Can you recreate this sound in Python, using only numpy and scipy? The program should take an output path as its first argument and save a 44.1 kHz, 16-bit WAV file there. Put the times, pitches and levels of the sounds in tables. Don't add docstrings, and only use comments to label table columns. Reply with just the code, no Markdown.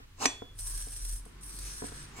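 import sys
import numpy as np
from scipy import signal
from scipy.fft import rfft, irfft
from scipy.io import wavfile

SR = 44100
rng = np.random.default_rng(int(sys.argv[2]) if len(sys.argv) > 2 else 0)


def transcribe(u):
    v = np.clip(np.atleast_2d(u).T, -1, 1)
    q = np.round(v * 32767).astype(np.int16)
    wavfile.write(sys.argv[1], SR, q)


def field_ratio(decibels):
    return 10 ** (np.asarray(decibels, dtype=float) / 20)


N = 97020
TIME = np.arange(N) / SR
OPPOSED = np.array([[1], [-1]])
SPREAD_HZ = 410
GRAINS_PER_S, GRAIN_SPREAD_DB = 4600, 2.5


def evened(x):
    return x / np.sqrt(np.mean(x ** 2) + 1e-20)


def read(points, hz):
    f, value = np.transpose(points)
    return np.interp(np.log(hz + 1), np.log(f + 1), value)


def colour(x, points):
    log_gain = np.log(field_ratio(read(points, abs(np.fft.fftfreq(4096, 1 / SR)))))
    response = np.exp(log_gain - 1j * signal.hilbert(log_gain).imag)
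    taps = np.fft.ifft(response).real[:2048]
    return signal.oaconvolve(x, taps / np.linalg.norm(taps))[:len(x)]


def resonate(x, hz, width_hz):
    r = np.exp(-np.pi * width_hz / SR)
    pole = r * np.exp(2j * np.pi * hz / SR)
    return np.sqrt(2 * (1 - r * r)) * signal.lfilter([1], [1, -pole], x).real


def lows(x, hz):
    return signal.sosfiltfilt(signal.butter(2, hz, fs=SR, output="sos"), x)


def spread(x):
    return OPPOSED * signal.sosfilt(signal.butter(2, SPREAD_HZ, "high", fs=SR, output="sos"), x)


def wander(per_s):
    rate_hz = 200
    count = int(N / SR * rate_hz) + 2
    z = rfft(rng.standard_normal(count))
    z = z / (1 + (np.fft.rfftfreq(count, 1 / rate_hz) / per_s) ** 4)
    return np.interp(TIME, np.arange(count) / rate_hz, evened(irfft(z, count)))


def grains(per_s, spread_db):
    hit, sign, size = rng.random((3, N))
    size_db = spread_db * np.minimum(-np.log(size + 1e-9), 5)
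    return evened((hit < per_s / SR) * np.sign(sign - .5) * field_ratio(size_db))


def rings(modes, count=SR // 2):
    t = np.arange(count) / SR
    return np.array([field_ratio(db - 60 * t / t60) * np.sin(2 * np.pi * hz * t) for hz, db, t60 in modes])


# hz, level_db
FLOOR_SPECTRUM = [(12, 4), (20, 2.5), (112, 0.5), (191, -23.5), (315, -28.5), (1500, -24), (1720, -23),
                  (2040, -26), (15600, -38.5)]
# hz, level_db
FLOOR_SIDE_SPECTRUM = [(12, -27), (20, 7), (298, -5), (650, -5), (769, -15), (3010, -6.5), (15600, -22)]


def hush(points, db):
    z = rfft(rng.standard_normal(N)) * field_ratio(read(points, np.fft.rfftfreq(N, 1 / SR)))
    return field_ratio(db + 1.2 * wander(1.66)) * evened(irfft(z, N))


# hz, level_db
ROAD_SPECTRUM = [(35, -15), (60, -2), (342, -4.5), (594, -22), (1080, -11.5), (2540, -19), (8000, -30),
                 (10400, -58), (17600, -120)]


def street():
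    road = hush(ROAD_SPECTRUM, -53.5) * field_ratio(16.5 * (TIME / TIME[-1] - 1))
    hum_hz, width_hz = 93.4, 7.9
    hum = resonate(rng.standard_normal(N), hum_hz, width_hz)
    hum = field_ratio(-60) * evened(resonate(hum, hum_hz, width_hz))
    return road + hum + spread(np.roll(road, SR // 20))


# time_s, firing_hz, level_db
ENGINE_RUN = [(0, 30.96, -57), (.45, 35.58, -63), (0.571, 37.92, -46.5), (0.701, 37.52, -38),
              (.92, 39.56, -44), (1.152, 41.33, -35), (1.3, 43, -55.5), (1.501, 45, -48.5),
              (1.67, 45.7, -43.5), (1.8, 46.48, -51.5), (2.001, 47.04, -54.5), (2.2, 48.7, -57)]


def engine():
    s, firing_hz, level_db = np.transpose(ENGINE_RUN)
    phase = 2 * np.pi * np.cumsum(np.interp(TIME, s, firing_hz)) / SR
    third_db = -68.5 + 14 * np.exp(-((TIME - 1.996) / 0.13) ** 2)
    # order, level_db, unsteadiness
    orders = [(1, np.interp(TIME, s, level_db), 0.78), (3, third_db, 0.25), (4, -80, 1)]
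    out = np.zeros(N)
    for order, db, unsteady in orders:
        rough = .3 * unsteady
        level = np.sqrt(2) * field_ratio(db) * (1 + rough * wander(17))
        out += level * np.sin(order * phase + rough * wander(3.5))
    return out


# time_s, level_db, brightness_db_per_octave
KNOCK_HITS = [
    (.002, -51.5, 3.5),
    (0.4208, -36.5, 8),
    (0.871, -48, 7.5),
    (1.263, -46.5, 4.5),
    (1.8216, -35, 7),
    (1.8288, -40.5, 2),
    (1.8386, -41, 9),
    (1.8426, -37, 3),
    (1.921, -42.5, 7),
    (2.188, -44, 7),
]
# hz, level_db, t60_s
BENCH_MODES = [(125, -14, .12), (240, -7, .1), (280, -1, .13), (425, -2, .04), (480, -4, .035),
               (680, -7, .025), (960, -10, .02), (1300, -17, .015), (1750, -34, .012)]


def knocks():
    count = SR // 4
    rise_s = .0005
    modes = rings(BENCH_MODES, count) * np.minimum(np.arange(count) / SR / rise_s, 1)
    octaves = np.log2(np.transpose(BENCH_MODES)[0] / 280)
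    spots = rng.uniform(.6, 1.2, (len(KNOCK_HITS), len(BENCH_MODES)))
    out = np.zeros(N + SR)
    for (s, db, bright_db), spot in zip(KNOCK_HITS, spots):
        out[round(s * SR):][:count] -= field_ratio(db - 3.5) * (spot * field_ratio(bright_db * octaves)) @ modes
    return out[:N]


# start_s, end_s, final_level_db, rise_db, ring_db
STEM_SLIDES = [
    (0.169, 0.2545, -31, 40, -19),
    (2.111, 2.253, -48, 21.7, -15),
]
# hz, level_db
SCRAPE_SPECTRUM = [(88, -28), (150, -24.5), (1050, -5), (1770, -29.5), (2820, -15), (3110, -25.5),
                   (3920, -22), (7300, -17.5), (15600, -47)]
# hz, width_hz, level_db
GUIDE_MODES = [(277, 30, -7), (430, 80, -5), (1050, 300, -14), (3900, 200, -10), (6200, 500, -9)]


def slides():
    spread_db = 1.0
    grit = grains(9000, spread_db) * field_ratio(spread_db * wander(56))
    out = np.zeros(N)
    for start, end, db, rise_db, ring_db in STEM_SLIDES:
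        ramp_db = -rise_db * abs((end - TIME) / (end - start)) ** 1.85
        scrape = grit * (TIME < end + .002) * field_ratio(db)
        out += colour(scrape * field_ratio(ramp_db), SCRAPE_SPECTRUM)
        for hz, width_hz, mode_db in GUIDE_MODES:
            share, extra_db = (.6, ring_db) if hz > 2000 else (1, -12)
            out += resonate(scrape * field_ratio(share * ramp_db + mode_db + extra_db), hz, width_hz)
    return out


# time_s, level_db
CLANK_HITS = [
    (.2557, -11),
    (.2568, -13),
    (.2573, -14),
    (.2586, -18),
    (.2604, -18),
    (.2655, -24),
]
# hz, level_db
CRACK_SPECTRUM = [(140, -22), (240, 0), (1820, -3.5), (2360, -2.5), (3120, -7), (7480, -1), (14300, -33),
                  (15600, -39)]


def clank():
    count, t60_s = 3000, .015
    t = np.arange(count) / SR
    push = -1.3 * np.sin(2 * np.pi * np.minimum(2900 * t, 1))
    out = np.zeros(N)
    for (s, db), puff in zip(CLANK_HITS, rng.standard_normal((len(CLANK_HITS), count))):
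        out[round(s * SR):][:count] += field_ratio(db - 9 - 60 * t / t60_s) * (push + puff)
    return colour(out, CRACK_SPECTRUM)


HEAD_MODE_HZ = [275, 1064, 2270, 2512, 2872, 3413, 5782, 5962, 6287, 6438, 7354, 8221, 8416, 9997]
HEAD_MODE_DB = [-14, -22, -16, -24, -31, -33, -20, -16.5, -22, -22, -33, -29, -26, -34]
HEAD_MODE_T60_S = [.1, .086, .03, .17, .12, 1.0, .075, .15, .11, .085, .2, .22, .1, .06]


def head():
    count = SR // 2
    age = np.arange(count) / SR
    blow_s, blow_db = CLANK_HITS[0]
    ring = np.zeros(count)
    for mode in field_ratio(blow_db) * rings(zip(HEAD_MODE_HZ, HEAD_MODE_DB, HEAD_MODE_T60_S)):
        ring += mode * field_ratio(wander(38)[:count])
    grip_s, grip_db_per_s, rise_s = .25, 220, .003
    grip = field_ratio(-grip_db_per_s * np.maximum(age - grip_s, 0))
    out = np.zeros(N)
    out[round(blow_s * SR):][:count] = ring * np.minimum(age / rise_s, 1) * grip
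    side = .8 * np.roll(out - lows(out, SPREAD_HZ), 9)
    return out + OPPOSED * side


# time_s, level_db, weight_db (extra low body)
GRIND_PRESSURE = [(0.531, -76, -22), (0.577, -61.5, -2), (0.596, -45.5, -3), (0.811, -44, 0),
                  (.85, -52, -2.5), (.93, -48.5, 0.5), (1, -50, 5.5), (1.1, -45, -1), (1.187, -48.5, -8.5),
                  (1.225, -87, 8), (1.27, -65.5, -2), (1.405, -81, 1), (1.414, -57.5, -2),
                  (1.433, -51.5, -7), (1.697, -49.5, 5.5), (1.88, -55.5, 8.5), (2.035, -60.5, 10.5),
                  (2.13, -80, 15)]
# hz, level_db
GRIT_SPECTRUM = [(500, -18), (1300, -19), (3250, -14.5), (6000, -11), (7800, -9), (8400, 1), (11200, -9),
                 (12000, -14.5), (15600, -19.5)]
SEAT_MODE_HZ = [1640, 2480, 4520, 5100, 5960, 6290, 8220, 8420, 9070, 9600, 9812, 10100]
# width_hz, level_db before 1.8 s, level_db after 1.8 s
SEAT_MODES = [(148, -14.5, -6.5), (71.27, -63, -48), (127.13, -26, -49), (105, -6.5, -19), (110, -9, -26),
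              (79.6, -34, -36), (30.3, -4.5, 4), (71, 6.5, -18), (60, -22, -17), (43, -18, 0),
              (31.7, 2, -10), (53, -42, -1)]


def grind():
    change_s, fade_db_per_s, late_wider = 1.8, 9, 2.5
    turn = round(change_s * SR)
    s, level_db, weight_db = np.transpose(GRIND_PRESSURE)
    weight_db = np.interp(TIME, s, weight_db)
    pressure = field_ratio(np.interp(TIME, s, level_db, -120, -120))
    chatter = field_ratio(1.5 * wander(38))
    gains = []
    for _, early_db, late_db in SEAT_MODES:
        mode_db = np.where(TIME < change_s, early_db, late_db - fade_db_per_s * (TIME - change_s))
        gains.append(field_ratio(mode_db - 1.5 * wander(8)))
    spots = []
    for _ in range(2):
        grit = grains(GRAINS_PER_S, GRAIN_SPREAD_DB) * chatter
        whole = field_ratio(9) * colour(grit, GRIT_SPECTRUM)
        for k, (hz, gain) in enumerate(zip(SEAT_MODE_HZ, gains)):
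            width_hz = SEAT_MODES[k][0]
            first = resonate(grit[:turn], hz, width_hz)
            back = resonate(grit[turn:], hz, late_wider * width_hz)
            whole = whole + (-1) ** k * gain * np.r_[first, back]
        low = lows(whole, 6040)
        top = whole - lows(whole, 11000)
        middle = whole - low - top
        shaped = low * field_ratio(weight_db + 2.2 * wander(7.1)) + middle + top * field_ratio(-.21 * weight_db)
        spots.append(pressure * shaped / np.std(whole - low))
    return spots


# time_s, level_db
TICK_HITS = [(0.586, -50), (0.5885, -31.5), (0.671, -29), (.775, -30), (0.8228, -32), (0.8846, -36),
             (.921, -34), (.9629, -30), (1.05, -30), (1.114, -44), (1.1638, -44), (1.195, -41),
             (1.2527, -43), (1.41, -48), (1.4325, -35), (1.4938, -37), (1.5453, -45), (1.588, -31),
             (1.6637, -35.5), (1.779, -36), (1.8668, -34), (1.9601, -41), (2.0273, -41)]


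def ticks():
    count, t60_s = 1500, .035
    t = np.arange(count) / SR
    out = np.zeros(N + count)
    for (s, db), puff in zip(TICK_HITS, rng.standard_normal((len(TICK_HITS), count))):
        out[round(s * SR):][:count] += field_ratio(db - 9.5 - 60 * t / t60_s) * puff
    return colour(out[:N], GRIT_SPECTRUM)


# middle_s, length_s, pitch_hz,
# level_db
ROUGH_PATCHES = [
    (0.7, 0.21, 1050, -64),
    (1.603, 0.27, 4550, -60),
    (2.4, 0.12, 7246, -55),
    (1.68, 0.14, 2500, -63),
    (1.695, 0.22, 6100, -56),
    (2.196, 0.1, 2247, -53),
    (2.193, 0.088, 7236, -53.5),
]


def patches():
    grit = grains(GRAINS_PER_S, GRAIN_SPREAD_DB)
    out = np.zeros(N)
    for s, length, hz, db in ROUGH_PATCHES:
        swell = np.cos(np.pi * np.clip((TIME - s) / length, -.5, .5))
        out += field_ratio(db) * swell * resonate(grit, hz, hz / 10)
    return out


# hz, t60_s
ROOM_DECAY = [(250, 0.41), (1000, 0.3), (4000, 0.35), (10000, 0.31)]


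def room(x):
    taps = np.zeros((2, SR // 2))
    at = np.arange(200, SR // 2 - 20, 20)
    places = at + rng.integers(0, 20, (2, len(at)))
    np.put_along_axis(taps, places, rng.choice([-1., 1.], (2, len(at))), 1)
    hz, t, z = signal.stft(taps, SR, nperseg=256)
    decay = field_ratio(-60 * t / read(ROOM_DECAY, hz)[:, None])
    tail = signal.istft(z * decay, SR, nperseg=256)[1]
    return signal.fftconvolve(x[None], tail / np.linalg.norm(tail[0]), axes=1)[:, :N]


def pair(x, apart):
    t60_s = .02
    taps = rng.standard_normal(900) * field_ratio(-60 * np.arange(900) / SR / t60_s)
    wet = room(x) * field_ratio(-10)
    side = signal.oaconvolve(x + apart, taps / np.linalg.norm(taps))[:N] + wet[1]
    return x + wet[0] + spread(side)


def scene():
    near, far = grind()
    share = .98
    apart = np.sqrt(share) * far + (np.sqrt(1 - share) - 1) * near
    bench = knocks() + slides() + clank() + near + ticks() + patches()
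    floor = hush(FLOOR_SPECTRUM, -56) + OPPOSED * hush(FLOOR_SIDE_SPECTRUM, -66)
    return pair(bench, apart) + head() + engine() + street() + floor


def roll_off(x):
    return signal.sosfilt(signal.butter(12, 15720, fs=SR, output="sos"), x)


def record(dry):
    band = signal.lfilter(*signal.iirpeak(690, 2, fs=SR), dry[0])
    mix = np.array([dry[0] - .6 * band, dry[1]])
    return roll_off(mix)


dry = scene()
out = record(dry)
transcribe(out)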